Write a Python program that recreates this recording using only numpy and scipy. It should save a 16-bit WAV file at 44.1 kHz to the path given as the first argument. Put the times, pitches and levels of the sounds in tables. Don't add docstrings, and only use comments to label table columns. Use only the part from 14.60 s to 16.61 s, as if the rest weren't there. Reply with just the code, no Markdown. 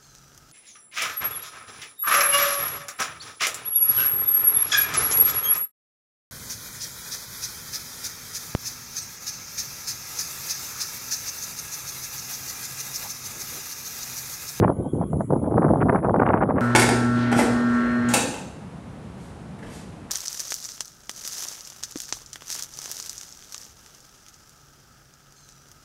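import sys
import numpy as np
from scipy import signal
from scipy.fft import rfft, irfft, next_fast_len
from scipy.io import wavfile
from scipy.ndimage import uniform_filter1d, minimum_filter1d, map_coordinates

SR = 44100
rng = np.random.default_rng(int(sys.argv[2]) if len(sys.argv) > 2 else 0)


def to_wav(sig):
    pcm = np.clip(np.atleast_2d(sig), -1, 1) * 32767
    pcm = np.round(pcm).astype(np.int16)
    wavfile.write(sys.argv[1], SR, pcm.T)


def gain_from_db(level_db):
    decades = np.asarray(level_db, float) / 20
    return 10 ** decades


N = 88596
TIME_S = np.arange(N) / SR


def unit(x):
    return x / np.sqrt(np.mean(x ** 2) + 1e-20)


def curves(rows):
    s, *cols = np.transpose(rows)
    return [np.interp(TIME_S, s, c) for c in cols]


def wobble(rate_hz):
    knots = rng.standard_normal(int(N * rate_hz / SR) + 4)
    return map_coordinates(knots, [np.arange(N) * rate_hz / SR])


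def bump(s, half_s):
    return np.exp(-((TIME_S - s) / half_s) ** 2)


def filtered(x, response):
    m = next_fast_len(N + SR // 2)
    return irfft(rfft(x, m) * response(np.fft.rfftfreq(m, 1 / SR)), m)[..., :N]


def rush(spectrum, patchy_db):
    z = signal.stft(rng.standard_normal(N + 512), nperseg=512)[2]
    patches = uniform_filter1d(rng.standard_normal(z.shape), size=4, axis=0)
    patches = uniform_filter1d(patches, size=8, axis=1)
    x = signal.istft(z * gain_from_db(patchy_db * unit(patches)), nperseg=512)[1][:N]
    f, db = np.transpose(spectrum)

    def colour(hz):
        return gain_from_db(np.interp(np.log(hz + 1), np.log(f + 1), db, left=-120, right=-120))

    return unit(filtered(x, colour))


def narrow(hz, wide_hz):
    return unit(filtered(rng.standard_normal(N), lambda f: np.exp(-((f - hz) / wide_hz) ** 2)))


FINE_DB = 18.5


def eddies(s, top_hz, level_db, tilt_db, scatter_db, span, size=500):
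    luck = rng.random(s.shape + (3,))
    octaves = span * luck[..., 0]
    scatter = 3.54 * (luck[..., 1] ** 2.94 - 0.6458)
    fine_loss_db = FINE_DB * np.clip(1 - octaves, 0, 1) ** 2
    gain_db = level_db - fine_loss_db - tilt_db * (octaves - span) + scatter_db * scatter
    hz = (top_hz * 2 ** -octaves).ravel()[:, None]
    gain = gain_from_db(gain_db).ravel()[:, None] * (s.ravel()[:, None] < N / SR)
    phase = luck[..., 2].ravel()[:, None]
    step = np.arange(-size, size)
    periods = step / SR * hz
    width_periods = 0.48
    swing = gain * np.exp(-(periods / width_periods) ** 2) * np.cos(2 * np.pi * (periods + phase))
    centre = np.clip(np.round(s.ravel() * SR).astype(int), 0, N - 1)
    at = centre[:, None] + step + size
    return np.bincount(at.ravel(), swing.ravel(), N + 2 * size)[size:N + size]


# [t/s, level/dB, sharpness/dB]
WIND = [(0, -16, -44.5), (.1, -25, -27.5), (.15, -30.5, -42.5), (.2, -26.5, -22.5), (.31, -36.5, -22.5),
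        (.34, -27.5, -26.5), (.44, -31.5, -17.5), (.49, -29.5, -50), (.6, -26, -20.5), (.66, -37, -36.5),
        (.72, -26, -34.5), (.8, -26.5, -25), (.97, -22, -14), (1.36, -23.5, -15.5), (1.41, -26.5, -2.5),
        (1.57, -23, -27), (1.65, -24.5, -9), (2.0, -22.5, -10)]
# [f/Hz, density/dB]
RUMBLE = [(27, -48), (59, 1), (134, 6.5), (500, -15.5), (650, -14.5), (1100, -120)]


def stream(count=2400):
    strength_db, sharp_db = curves(WIND)
    top_hz = np.clip(1650 * gain_from_db(0.22 * sharp_db), 200, 4000)
    lumps = wobble(44.88)
    at = rng.integers(0, N, count)
    lump = lumps[at]
    swirl_hz = top_hz[at] * 2 ** (0.12 * lump)
    swirls = unit(eddies(at / SR, swirl_hz, lump, tilt_db=1.5, scatter_db=4, span=3.193))
    rumble = unit(gain_from_db(3.3 * wobble(25)) * rush(RUMBLE, patchy_db=0.5))
    return gain_from_db(strength_db) * (gain_from_db(0.1) * swirls + gain_from_db(-1.5) * rumble)


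# [f/Hz, density/dB]
HISS = [(3000, -120), (4000, -4.5), (11500, 2), (13300, 3), (13700, -5.5), (16000, 5)]


def preamp_hiss():
    return gain_from_db(-78.5 - 4.2 * TIME_S) * rush(HISS, patchy_db=-1.0)


# [t/s, level/dB]
RUSTLE = [(0.03, -71.5), (0.364, -65), (0.446, -67.5), (0.522, -61), (0.578, -68), (0.628, -59),
          (0.72, -69), (1.226, -70), (2.0, -78.5)]
# [f/Hz, density/dB]
FRONDS = [(5000, -32.5), (6830, -6), (7890, -6), (8900, -10), (11600, -30)]
# [f/Hz, density/dB]
LEAVES = [(500, -120), (800, -6), (1250, 1.5), (1650, -20.5), (2100, -13.5), (2700, -27), (3300, -19),
          (4400, -37.5)]


def palm_fronds():
    rustle = gain_from_db(curves(RUSTLE)[0] - 4.5) * rush(FRONDS, patchy_db=4.3)
    wind_db = np.minimum(curves(WIND)[0], -24) + 29
    leaves_db = -58.5 - 1.8 * TIME_S + 0.18 * wind_db
    return rustle + gain_from_db(leaves_db) * rush(LEAVES, patchy_db=4)


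# [t/s, level/dB]
CHORUS = [(0.03, -58.5), (0.588, -56.5), (1.296, -56.5), (1.784, -63), (2.0, -63)]
# [f/Hz, density/dB]
INSECTS = [(9000, -31.5), (9610, -1.5), (10000, 6.5), (10500, -1.5), (11900, -24.5), (15400, -60.5)]


def insect_chorus():
    level_db = curves(CHORUS)[0] + 0.43 * wobble(150) + 0.54 * wobble(10)
    return gain_from_db(level_db) * rush(INSECTS, patchy_db=-2.0)


# [t/s, peak level/dB, sharpness/dB, length/s]
FLUTTERS = [(0.02, -2, -16, 0.025), (0.036, -1, -6.5, 0.026), (0.076, -11, -12, 0.016),
            (0.092, -1.5, -23.5, 0.024), (0.114, -18.5, -22, 0.025), (0.189, -33, -34, 0.027),
            (0.197, -9.5, -39, 0.043), (0.256, -10, -39, 0.028), (0.335, -20, -44, 0.028),
            (0.376, -14.5, -28, 0.042), (0.413, -12.5, -23.5, 0.031), (0.434, -36, -2, 0.02),
            (0.529, -14, -28.5, 0.025), (0.551, -18, -38, 0.025), (0.603, -7.5, -24, 0.021),
            (0.704, -9, -31.5, 0.027), (0.726, -5.5, -23, 0.028), (0.754, -9.5, -29, 0.025),
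            (0.835, -12, -29, 0.029), (0.875, -10, -29, 0.022), (0.914, -29.5, -27.5, 0.031),
            (0.934, -18, -26, 0.02), (0.957, -9, -39.5, 0.022), (0.974, -4.5, -15.5, 0.027)]
# [t/s, peak level/dB, sharpness/dB, length/s]
PUFFS = [(1.016, -9, -34, 0.028), (1.044, -3, -35, 0.021), (1.069, -12, -41, 0.013),
         (1.099, -1.5, -40.5, 0.018), (1.135, -10, -38.5, 0.021), (1.156, -15, -43, 0.03),
         (1.207, -8, -23.5, 0.026), (1.218, -8, -25.5, 0.018), (1.289, 0.5, -28, 0.023),
         (1.326, -2.5, -32, 0.022), (1.353, -3.5, -28.5, 0.026), (1.441, -6, -29.5, 0.028),
         (1.484, -2.5, -39, 0.036), (1.535, -7.5, -33, 0.026), (1.555, -8, -37, 0.03),
         (1.594, -6.5, -28, 0.018), (1.616, -5, -27, 0.013), (1.629, -8.5, -27, 0.012),
         (1.66, -4.5, -21, 0.018), (1.683, -6, -23.5, 0.022), (1.697, -1.5, -31, 0.027),
         (1.73, -1.5, -26, 0.032), (1.772, -3.5, -24.5, 0.021), (1.809, -4, -28, 0.028),
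         (1.825, -5.5, -24, 0.023), (1.89, -7, -32, 0.03), (1.903, -5, -37.5, 0.024),
         (1.959, -12, -31.5, 0.02), (1.979, -8, -20, 0.021)]


def puffs(table, base_hz, law, count=64):
    s, db, sharp_db, length_s = np.transpose(table)[..., None]
    place = 2.7 * (np.arange(count) + rng.random((len(table), count))) / count - 1.25
    edge = np.abs(place) ** 0.85
    late = np.where(place < 0, .42, .62) * place + .3
    top_hz = np.clip(base_hz * gain_from_db(law * sharp_db) * 2 ** (-.3 * edge), 200, 4000)
    level_db = db - 12.5 - 12 * edge
    return eddies(s + length_s * late, top_hz, level_db, tilt_db=3.5, scatter_db=4, span=2.59, size=300)


# [t/s, peak level/dB, f/Hz that the parts are scaled from]
SLAPS = [(0.0368, -10, 1140), (0.0502, -4, 1030), (0.0813, -9.5, 1420), (0.0999, -9.5, 1120),
         (0.4164, -11, 933), (0.4239, -42, 900), (0.4292, -21, 950), (0.4383, -18.5, 1010),
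         (0.5334, -20, 1200), (0.6084, -24, 1130), (0.6196, -30, 860), (0.7057, -13.5, 1140),
         (0.7247, -11.5, 860), (0.7293, -28.5, 866), (0.7376, -11.5, 800), (0.7552, -18.5, 830),
         (0.848, -22, 780), (0.879, -15.5, 740), (0.9659, -17.5, 820), (0.9782, -13, 990),
         (0.9827, -10.5, 1400), (1.0181, -9, 772), (1.0303, -10, 1140), (1.0463, -15, 1340),
         (1.0524, -18, 1250), (1.1092, -7, 860), (1.137, -3, 870), (1.1581, -10, 1070),
         (1.2051, -22.5, 1190), (1.2217, -9, 1210), (1.2297, -9, 1530), (1.2984, -8, 1470),
         (1.328, -19, 900), (1.3383, -28, 1150), (1.3494, -8.5, 1350), (1.3569, -10.5, 1123),
         (1.3628, -20.5, 1365), (1.4471, -14.5, 1330), (1.4853, -13.5, 870), (1.492, -21, 800),
         (1.498, -28, 1270), (1.5385, -21, 1120), (1.5443, -4.5, 1033), (1.5617, -10.5, 1273),
         (1.6007, -4, 970), (1.6209, -5.5, 1410), (1.6335, -8, 1420), (1.6649, -13.5, 1404),
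         (1.6774, -8, 1253), (1.6957, -11, 1274), (1.7358, -22.5, 1455), (1.7433, -15, 840),
         (1.7738, -12, 1280), (1.8262, -9.5, 1270), (1.832, -15, 930), (1.8934, -17, 890),
         (1.9091, -11.5, 1030), (1.9868, -16, 1600)]
# [share of its f, level/dB]
SLAP_PARTS = [(1.1, -22), (0.67, 4), (.45, -1.5), (0.43, -3.5)]
# [t/s, peak level/dB, f/Hz]
THUMPS = [(0.028, -0.5, 280), (0.067, -21.5, 180), (0.087, -9, 180), (0.108, -11.5, 150), (0.2, -8.5, 250),
          (0.336, -6, 270), (0.377, -13, 240), (0.409, -9, 150), (0.441, -14.5, 220), (0.601, -18, 220),
          (0.707, -7, 220), (0.727, -17.5, 210), (0.766, -9, 260), (0.835, -8.5, 210), (0.88, -23, 240),
          (0.961, -4, 210), (0.976, -9, 300), (0.996, -5, 230), (1.013, -11, 170), (1.047, -14, 270),
          (1.074, -13, 190), (1.112, -2.5, 220), (1.194, -16.5, 210), (1.214, -6.5, 230),
          (1.294, -15.5, 230), (1.356, -6.5, 280), (1.492, -14, 260), (1.548, -14, 220), (1.582, -6, 170),
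          (1.692, -5.5, 260), (1.744, -8.5, 200), (1.839, -10.5, 270), (1.964, -13.5, 210)]


def strikes():
    s, db, hz = np.transpose(SLAPS)[..., None]
    share, part_db = np.transpose(SLAP_PARTS)
    part_s = s + 0.00201 * rng.uniform(-1.1, 1, (len(SLAPS), len(share)))
    slaps = eddies(part_s, hz * share, db + part_db - 2.5 + FINE_DB, 0, 0.77, 0, size=300)
    s, db, hz = np.transpose(THUMPS)
    return slaps + eddies(s, hz, db - 1.5 + FINE_DB, 0, 0.77, 0)


# [f/Hz, level/dB]
WHISTLES = [(1125, -59), (1510, -66)]


def whistles():
    start_s, end_s = .13, .52
    fade_in = np.clip((TIME_S - start_s) / 0.035, 0, 1)
    fade_out = np.clip((end_s - TIME_S) / 0.045, 0, 1)
    return fade_in * fade_out * sum(gain_from_db(db) * narrow(hz, wide_hz=25) for hz, db in WHISTLES)


# [t/s, f/Hz, level/dB, half length/s]
PEEPS = [
    (0.255, 3150, -66, 0.018),
    (0.301, 3290, -62, 0.02),
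    (0.45, 3240, -70, 0.04),
    (1.982, 7750, -71, 0.0034),
]


def bird():
    return sum(gain_from_db(db) * bump(s, half_s) * narrow(hz, wide_hz=130) for s, hz, db, half_s in PEEPS)


# [t/s, half length/s]
LULLS = [
    (.31, .016),
    (.49, .028),
    (.665, .026),
    (1.415, .011),
    (1.522, .006),
    (1.938, .009),
]


def lulls(air):
    fine = filtered(air, lambda hz: 1 / (1 + (480 / (hz + 1)) ** 6))
    depth = sum(np.exp(-((TIME_S - s) / half_s) ** 4) for s, half_s in LULLS)
    return air + fine * (gain_from_db(-13 * depth) - 1)


# [t/s, peak level/dB]
TICKS = [
    (0.4378, -63),
    (0.6204, -63),
    (1.3396, -53),
    (1.5985, -60),
]


def grit():
    x = np.zeros(N)
    for s, db in TICKS:
        x[round(s * SR)] = gain_from_db(db + 16.5)
    return filtered(x, lambda hz: 1j * hz / (2500 + 1j * hz))


# [t/s, level/dB, half length/s]
WHISPS = [
    (.49, -75.5, .045),
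    (.7, -76, .015),
    (1.5, -78, .022),
]
# [f/Hz, density/dB]
TIPS = [(10800, -60), (11700, -1), (13200, -3), (14000, -40)]


def leaf_tips():
    swell = sum(gain_from_db(db) * bump(s, half_s) for s, db, half_s in WHISPS)
    return swell * rush(TIPS, patchy_db=3)


def port(air):
    low_hz, high_hz = 66, 3700
    return filtered(air, lambda hz: (1j * hz / (low_hz + 1j * hz)) ** 2 / (1 + (hz / high_hz) ** 6))


def scene():
    air = stream() + strikes()
    air = air + puffs(FLUTTERS, base_hz=2265, law=0.23) + puffs(PUFFS, base_hz=4226, law=0.26)
    far = palm_fronds() + insect_chorus() + whistles() + bird() + leaf_tips()
    return (port(lulls(air)) + far + grit() + preamp_hiss())[None]


def low_pass(x):
    return signal.sosfilt(signal.butter(12, 15800, fs=SR, output="sos"), x)


def record(dry):
    ceiling, top_hz = .62, 15800
    need = np.minimum(1, ceiling / (np.abs(dry) + 1e-9))
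    gain = minimum_filter1d(need, size=801)
    gain = uniform_filter1d(uniform_filter1d(gain, size=400), size=400)
    mix = filtered(dry * gain, lambda hz: hz < top_hz)
    return low_pass(mix)


dry = scene()
out = record(dry)
to_wav(out)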